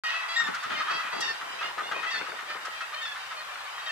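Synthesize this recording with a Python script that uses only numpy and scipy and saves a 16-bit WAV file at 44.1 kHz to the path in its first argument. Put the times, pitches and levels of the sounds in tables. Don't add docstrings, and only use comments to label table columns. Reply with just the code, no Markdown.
import sys
import numpy as np
from scipy import signal
from scipy.fft import rfft, irfft
from scipy.io import wavfile

SR = 44100
rng = np.random.default_rng(int(sys.argv[2]) if len(sys.argv) > 2 else 0)


def materialize(psi):
    bounded = np.clip(np.atleast_2d(psi).T, -1, 1)
    quanta = np.round(bounded * 32767).astype(np.int16)
    wavfile.write(sys.argv[1], SR, quanta)


def gain_from_db(level_db):
    decades = np.asarray(level_db, float) / 20
    return 10 ** decades


N = 172431

# time in seconds, level in dB.
CLAMOUR_LEVEL = [(.05, -35), (.5, -35.5), (.7, -37.5), (1.25, -35), (1.4, -38.5), (1.75, -39), (2.1, -38),
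                 (2.45, -40), (2.78, -40), (3.05, -40), (3.25, -40), (3.55, -38.5), (3.9, -38)]
# frequency in Hz, density in dB per Hz.
CLAMOUR_COLOUR = [(300, -33), (450, -24), (700, -5.5), (1300, 3.5), (1900, -3), (4000, -12.5),
                  (10500, -37.5), (15000, -56)]
# frequency in Hz, density in dB per Hz.
SURF_COLOUR = [(15, -48), (25, -5), (97, -10), (128, -7.5), (243, -14.5), (600, -2), (780, -26),
               (1320, -120)]
# start in seconds, length in seconds, start pitch in Hz, end pitch in Hz,
# level in dB, beak resonance in Hz.
SQUEALS = [
    (0.03, 0.098, 962, 924, -43, 5240),
    (1.214, 0.11, 935, 892, -34.5, 5190),
    (2.102, 0.098, 930, 865, -36.5, 4240),
    (2.165, 0.059, 845, 840, -55, 2600),
    (3.008, 0.078, 900, 888, -42, 3580),
    (3.049, 0.057, 861, 856, -42.5, 3430),
    (3.11, 0.023, 857, 840, -40.5, 3350),
    (3.771, 0.048, 950, 947, -50.5, 3800),
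    (3.854, 0.053, 946, 922, -45.5, 3780),
    (3.888, .04, 889, 904, -38, 2630),
]
# start in seconds, length in seconds, start pitch in Hz, end pitch in Hz,
# level in dB.
SCREAMS = [
    (.357, 0.069, 941.6, 918.6, -28),
    (.432, 0.0473, 921, 877, -34),
]
# start in seconds, length in seconds, start pitch in Hz, beak resonance in Hz,
# level in dB.
RISES = [(0.036, 0.22, 628.4, 2140, -45), (.045, .1, 718, 2870, -51), (.282, 0.075, 661, 4650, -41),
         (.335, 0.057, 686, 4870, -43), (0.712, 0.058, 598, 2900, -48.5), (0.756, 0.039, 698, 2150, -44.5),
         (0.766, .07, 620, 4800, -44), (0.842, 0.075, 636, 3200, -49.5), (0.898, 0.124, 648.4, 4760, -41),
         (1.032, 0.1, 604, 2400, -53.5), (1.116, 0.12, 655, 4600, -46), (1.584, 0.032, 648, 2740, -45),
         (1.621, 0.057, 698, 2630, -46.5), (1.824, .09, 703, 3270, -51.5), (1.93, 0.24, 616.5, 2540, -53.5),
         (2.053, 0.15, 660, 2250, -47.5), (2.474, 0.077, 599.5, 4850, -45.5), (2.808, 0.05, 650, 2620, -53),
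         (2.935, 0.024, 602, 4150, -43), (2.962, 0.056, 624, 3140, -49.5), (3.361, 0.058, 619.5, 4400, -47),
         (3.74, 0.15, 634, 3200, -57), (3.852, 0.09, 631, 3160, -50)]
# multiple of the pitch, level in dB.
RISE_PARTIALS = [(1, -9.5), (2, -4), (3, -1.5), (5, -4), (7, -12.5), (11, -25.5)]
# multiple of the pitch, level in dB.
SQUEAL_PARTIALS = [(1, -27), (2, -1), (3, -8.5), (4, -10.5), (5, -11.5), (6, -14), (7, -20.5), (8, -26)]
# multiple of the pitch, level in dB.
SCREAM_PARTIALS = [(1, -42), (2, -0.5), (3, -20), (4, -7), (5, -22), (6, -18.5), (7, -37), (8, -19.5)]
# start in seconds, peak level in dB, length in seconds, throat resonance in Hz.
CACKLES = [(0.14, -28.5, 0.015, 1345), (0.401, -24, 0.024, 1313), (0.475, -24.5, 0.025, 1300),
           (0.539, -25.5, 0.034, 1340), (0.63, -24.5, 0.03, 1270), (.705, -23.5, .035, 1333),
           (0.801, -21.5, 0.024, 1287), (0.871, -23.5, 0.028, 1250), (0.901, -23, 0.024, 1250),
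           (0.918, -31.5, 0.041, 1270), (0.984, -27, 0.045, 1246), (1.03, -30.5, 0.06, 1315),
           (1.119, -34, 0.016, 1260), (1.413, -27, 0.012, 1290), (1.6102, -23.5, .024, 1274),
           (1.781, -23, 0.033, 1250), (1.914, -22, 0.021, 1320), (2.031, -25, .025, 1330),
           (2.145, -27, 0.022, 1410), (2.2645, -27, 0.013, 1294), (2.385, -29.5, .03, 1300),
           (2.504, -25.5, 0.011, 1330), (2.6474, -27.5, 0.031, 1320), (2.8095, -23, 0.012, 1310),
           (2.923, -28, 0.022, 1240), (3.054, -28, .008, 1360), (3.159, -27, 0.014, 1330),
           (3.309, -29, 0.023, 1270)]
# multiple of the main one, width in Hz, level in dB.
THROAT = [(1, 120, 0), (1.45, 350, -9), (2.3, 700, -15), (3.3, 900, -18), (4.6, 1500, -22)]
# start in seconds, length in seconds, level in dB, centre frequency in Hz.
PUFFS = [(0.402, 0.066, -52, 260), (0.477, 0.014, -42, 248), (0.516, 0.068, -60.5, 247),
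         (0.647, 0.15, -48.5, 298), (0.895, 0.073, -45, 390), (1.042, 0.036, -53.5, 330),
         (1.127, 0.023, -39, 523), (1.157, 0.061, -47, 367), (0.836, 0.026, -51, 378),
         (1.241, 0.041, -48, 418), (1.294, 0.054, -52.5, 427), (1.488, 0.039, -74, 460),
         (1.4, 0.19, -53.5, 467), (1.607, 0.11, -49.5, 470), (1.764, 0.18, -47, 500),
         (1.958, 0.012, -41, 505), (1.996, 0.065, -51.5, 476), (2.134, 0.051, -54.5, 403),
         (2.193, 0.037, -45, 454), (2.277, 0.061, -50, 452), (2.357, 0.037, -59, 456),
         (2.423, 0.0089, -57, 402), (2.458, 0.02, -58.5, 400), (2.496, 0.034, -55.5, 486),
         (2.547, 0.022, -47.5, 513), (2.619, 0.015, -59, 405), (2.67, 0.013, -51, 460)]
# start in seconds, peak level in dB.
RASPS = [
    (0.4794, -43),
    (0.547, -23),
    (0.633, -26.5),
    (1.2079, -14),
    (1.7818, -48),
    (2.653, -23),
    (2.81, -30.5),
]
# start in seconds, peak level in dB, throat resonance in Hz.
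CLUCKS = [(1.1464, -46, 1070), (1.714, -28, 1030), (1.9923, -36, 1250), (2.2137, -21.5, 1460),
          (2.2214, -21, 1550), (2.3214, -23, 1500), (2.4273, -29, 1350), (2.5494, -24, 1260),
          (2.573, -25, 1420), (2.6264, -31, 1210), (3.559, -24.5, 1380), (3.7823, -24, 1260)]
# frequency in Hz, lead of the left port in radians.
PORT_PHASE = [(1, 0.23), (340, -1.2), (1290, -0.82), (2330, -1.19), (5340, -2.03), (15300, -0.92)]
# frequency in Hz, share of the sound common to both.
PORT_SHARE = [(60, 0.099), (250, 0.29), (430, 1), (750, 0.65), (1300, 0.25), (4000, 0.77), (12000, 0.045)]
# time in seconds, lead of the left port in radians.
PORT_TURN = [(0, 3.25), (.75, 2.84), (1.1, 2.79), (2.4, 1.3), (2.8, 0.27), (3.9, 0.14)]


def in_time(rows):
    s, value = np.transpose(rows)
    return np.interp(np.arange(N) / SR, s, value)


def at_hz(points, hz):
    f, value = np.transpose(points)
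    return np.interp(np.log(hz + 1), np.log(f + 1), value)


def rms_one(x):
    return x / np.sqrt(np.mean(x ** 2) + 1e-20)


def drift(rate_hz):
    r = np.exp(-80 * np.pi * rate_hz / SR)
    slow = signal.lfilter([1], [1, -2 * r, r * r], rng.standard_normal(N // 40 + 2002))[2000:]
    return np.interp(np.arange(N) / 40, np.arange(len(slow)), rms_one(slow))


def band(x, low_hz, high_hz):
    return signal.sosfilt(signal.butter(2, [low_hz, high_hz], "band", fs=SR, output="sos"), x)


def resonance(x, hz, width_hz):
    r = np.exp(-np.pi * width_hz / SR)
    poles = [1, -2 * r * np.cos(2 * np.pi * hz / SR), r * r]
    return signal.lfilter([(1 - r * r) / 2, 0, (r * r - 1) / 2], poles, x)


def add(out, s, sound):
    i = int(s * SR)
    out[..., i:i + sound.shape[-1]] += sound[..., :out.shape[-1] - i]


def envelope(length_s, rise_s, fall_s):
    t = np.arange(int((length_s + 4 * fall_s) * SR)) / SR
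    return t, np.minimum(t / rise_s, 1) * np.exp(-np.maximum(t - length_s, 0) / fall_s)


def cliff_echo(x):
    t60_s = 0.22
    t = np.arange(int(0.6 * SR)) / SR
    tail = band(rng.standard_normal((2, len(t))), 450, 4830) * gain_from_db(-60 * t / t60_s) * (t > 0.008)
    tail = tail / np.sqrt(np.sum(tail ** 2, 1, keepdims=True))
    return signal.fftconvolve(x, tail, axes=1)[:, :N]


def bed(colour, patchy_db):
    together, edges_hz = drift(3.3), 22 * 2 ** np.arange(0, 9.6, 0.5)
    white = rng.standard_normal((2, 2, N))
    spec, f = rfft(white), np.fft.rfftfreq(N, 1 / SR)
    share = np.clip(at_hz(PORT_SHARE, f), 0, 1)
    common = share * spec[:, 0] * np.exp(-1j * at_hz(PORT_PHASE, f))
    spec[:, 1] = common + np.sqrt(1 - share ** 2) * spec[:, 1]
    white = irfft(spec, N)
    out = 0
    for k, (low, high) in enumerate(zip(edges_hz, edges_hz[1:])):
        flicker = 0.3 * together + drift(13.3)
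        depth_db = patchy_db * min(1, 3500 / high) ** 2
        level_db = at_hz(colour, np.sqrt(low * high)) + depth_db * flicker
        out = out + gain_from_db(level_db) * band(white[k % 2], low, high)
    return rms_one(out)


def gliding_notes(rows, partials, hoarse=1.0, beaks=None):
    attack_s, half_release_s, wobble_depth, flutter_db = 0.012, 0.008, 0.005, 7.0
    beak_db, beak_width_hz = 9, 500
    fade_db = 5
    out = np.zeros((2, N))
    wobble = hoarse * (drift(30.3) + drift(117))
    flutter = np.array([drift(18) + 0.6 * drift(90) for _ in range(6)]) - 1
    multiple, partial_db = np.transpose(partials)
    orders = np.arange(1, int(round(multiple[-1])) + 1)
    for j, (s, length, hz0, hz1, level_db) in enumerate(rows):
        t, env = envelope(length - half_release_s, attack_s, half_release_s)
        at = np.minimum(int(s * SR) + np.arange(len(t)), N - 1)
        pitch = (hz0 + (hz1 - hz0) * t / length) * (1 + wobble_depth * wobble[at])
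        phase = 2 * np.pi * np.cumsum(pitch) / SR
        draw = rng.random((4, 16))
        for n in orders:
            lead = at_hz(PORT_PHASE, n * hz0) + draw[1, n] - 0.5
            own = flutter[[n % 6, (n + 3) % 6]][:, at]
            own = own - own.mean(1, keepdims=True)
            lift_db = beak_db * np.exp(-((n * hz0 - beaks[j]) / beak_width_hz) ** 2) if beaks else 0
            db = level_db + 6.5 + np.interp(n, multiple, partial_db) + lift_db
            gain = gain_from_db(db + flutter_db * 0.5 * own - fade_db * t / length)
            start = 2 * np.pi * draw[0, n] + np.array([[lead], [0]])
            add(out, s, env * gain * np.sin(n * phase + start))
    return out


def far_birds():
    rows = []
    for when, length, pitch, fall, level in rng.random((100, 5)):
        hz = 580 + 400 * pitch
        rows.append((3.85 * when, 0.0395 + 0.0966 * length, hz, hz * (0.95 + 0.099 * fall), -7 * level))
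    return rms_one(gliding_notes(rows, RISE_PARTIALS, hoarse=2.56))


def far_clamour():
    calls_db, wash_db = -10.5, -1
    far = far_birds()
    calls = 0.6 * far + 0.8 * cliff_echo(far)
    wash = bed([(150, -46)] + CLAMOUR_COLOUR, patchy_db=1.0)
    return gain_from_db(in_time(CLAMOUR_LEVEL)) * (gain_from_db(calls_db) * calls + gain_from_db(wash_db) * wash)


def surf():
    surf_db, spray_db = -57.5, -57.5
    rumble = bed(SURF_COLOUR + [(1500, -15.5)], patchy_db=1.5)
    spray = rms_one(band(rng.standard_normal((2, N)), 4450, 9200))
    return gain_from_db(surf_db) * rumble + gain_from_db(spray_db + np.array([[2.5], [-2.5]])) * spray


def near_birds():
    rise_hz_per_s = 130
    glides = [(s, length, hz, hz + rise_hz_per_s * length, db) for s, length, hz, _, db in RISES]
    rises = gliding_notes(glides, RISE_PARTIALS, hoarse=1.61, beaks=[row[3] for row in RISES])
    falls = [row[:5] for row in SQUEALS]
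    squeals = gliding_notes(falls, SQUEAL_PARTIALS, beaks=[row[5] for row in SQUEALS])
    return rises + squeals + gliding_notes(SCREAMS, SCREAM_PARTIALS)


def cackles():
    rise_s, fall_s = 0.002, 0.008
    pulse_hz, pulse_jitter, breathy = 330, 0.3, 0.45
    swing_db = 4.5
    out = np.zeros((2, N))
    cycle = np.cumsum(pulse_hz * (1 + pulse_jitter * np.tanh(drift(60)))) / SR
    pulses = (np.diff(np.floor(cycle), prepend=0) > 0) * gain_from_db(3.0 * np.tanh(drift(120))) * 11
    source = pulses + breathy * rng.standard_normal((2, N)) * (1.3 - cycle % 1)
    for s, db, length, throat_hz in CACKLES:
        pan_db = swing_db * np.exp(-((s - 2.1) / 0.3) ** 2)
        t, env = envelope(length, rise_s, fall_s)
        part = source[:, int(s * SR):int(s * SR) + len(t)]
        voice = 0
        for j, (multiple, width_hz, gain_db) in enumerate(THROAT):
            voice = voice + (-1) ** j * gain_from_db(gain_db) * resonance(part, throat_hz * multiple, width_hz)
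        voice = rms_one(resonance(voice, throat_hz, 1700)) * env[:part.shape[1]]
        add(out, s - 0.003, voice * gain_from_db(db - 8.5 + pan_db * np.array([[0.5], [-0.5]])))
    return out


def wind():
    lump_db, port_cut_hz, thump_db, veer_db_per_s = 5, 183, -10.5, 14.5
    out = np.zeros((2, N))
    noise = rng.standard_normal(N) * gain_from_db(lump_db * np.tanh(drift(93)))
    high_pass = signal.butter(4, port_cut_hz, "high", fs=SR, output="sos")
    for s, length, db, hz in PUFFS:
        left_db = min(veer_db_per_s * max(s - 0.7, 0), 4.5)
        t, env = envelope(length, 0.0044, 0.018)
        part = noise[int(s * SR):int(s * SR) + len(t)]
        gust = gain_from_db(db) * env * rms_one(band(part, hz * 0.75, hz * 2.58))
        gust = gain_from_db(5.5) * signal.sosfilt(high_pass, gust)
        low = rms_one(band(band(part, 103, 240), 103, 240))
        thump = gain_from_db(thump_db + db) * env * low * (300 / hz) ** 2
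        add(out, s, gust * [[gain_from_db(left_db / 2)], [gain_from_db(-left_db / 2)]] + thump)
    return out


def rasps():
    out = np.zeros((2, N))
    for s, db in RASPS:
        t, env = envelope(0.01, 0.0012, 0.007)
        breath = band(rng.standard_normal((2, len(t))), 3250, 9900)
        add(out, s - 0.003, gain_from_db(db - 19.0) * env * rms_one(resonance(breath, 4800, 1850)))
    return out


def clucks():
    width_hz, cluck_db = 190, -3
    out, t = np.zeros((2, N)), np.arange(int(0.02 * SR)) / SR
    env = (1 - np.exp(-t / 0.0012)) * np.exp(-np.pi * width_hz * t)
    for s, db, hz in CLUCKS:
        ring = env * (np.sin(2 * np.pi * hz * t) + 0.59 * np.sin(2.9 * np.pi * hz * t))
        add(out, s - 0.002, gain_from_db(db + cluck_db) * ring / np.abs(ring).max() * gain_from_db([[1.5], [-1.5]]))
    return out


def turn_ports(x):
    f, spec, right = np.fft.rfftfreq(N, 1 / SR), rfft(x[1]), x[1]
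    for low_hz, high_hz, share in [(85, 200, 0.6), (200, 303.6, 0.72), (303.6, 825, 1)]:
        low = signal.hilbert(irfft(spec * ((f > low_hz) & (f <= high_hz)), N))
        right = right + np.real(low * (np.exp(-1j * share * in_time(PORT_TURN)) - 1))
    return np.array([x[0], right])


def scene():
    near_echo_db, hoarse_echo_db, left_db = -11.5, -11.5, 0.4
    air = far_clamour() + surf()
    near = near_birds()
    air = air + near + gain_from_db(near_echo_db) * cliff_echo(near)
    hoarse = cackles() + rasps() + clucks()
    air = air + hoarse + gain_from_db(hoarse_echo_db) * cliff_echo(hoarse)
    return turn_ports(air * gain_from_db([[left_db], [-left_db]]) + wind())


def band_limit(x):
    return signal.sosfilt(signal.butter(12, 15700, fs=SR, output="sos"), x)


def record(dry):
    start_s = 0.0365
    opened = dry * (np.arange(N) > start_s * SR)
    low_pass = signal.cheby2(10, 50, 15900, fs=SR, output="sos")
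    return band_limit(signal.sosfilt(low_pass, opened))


dry = scene()
out = record(dry)
materialize(out)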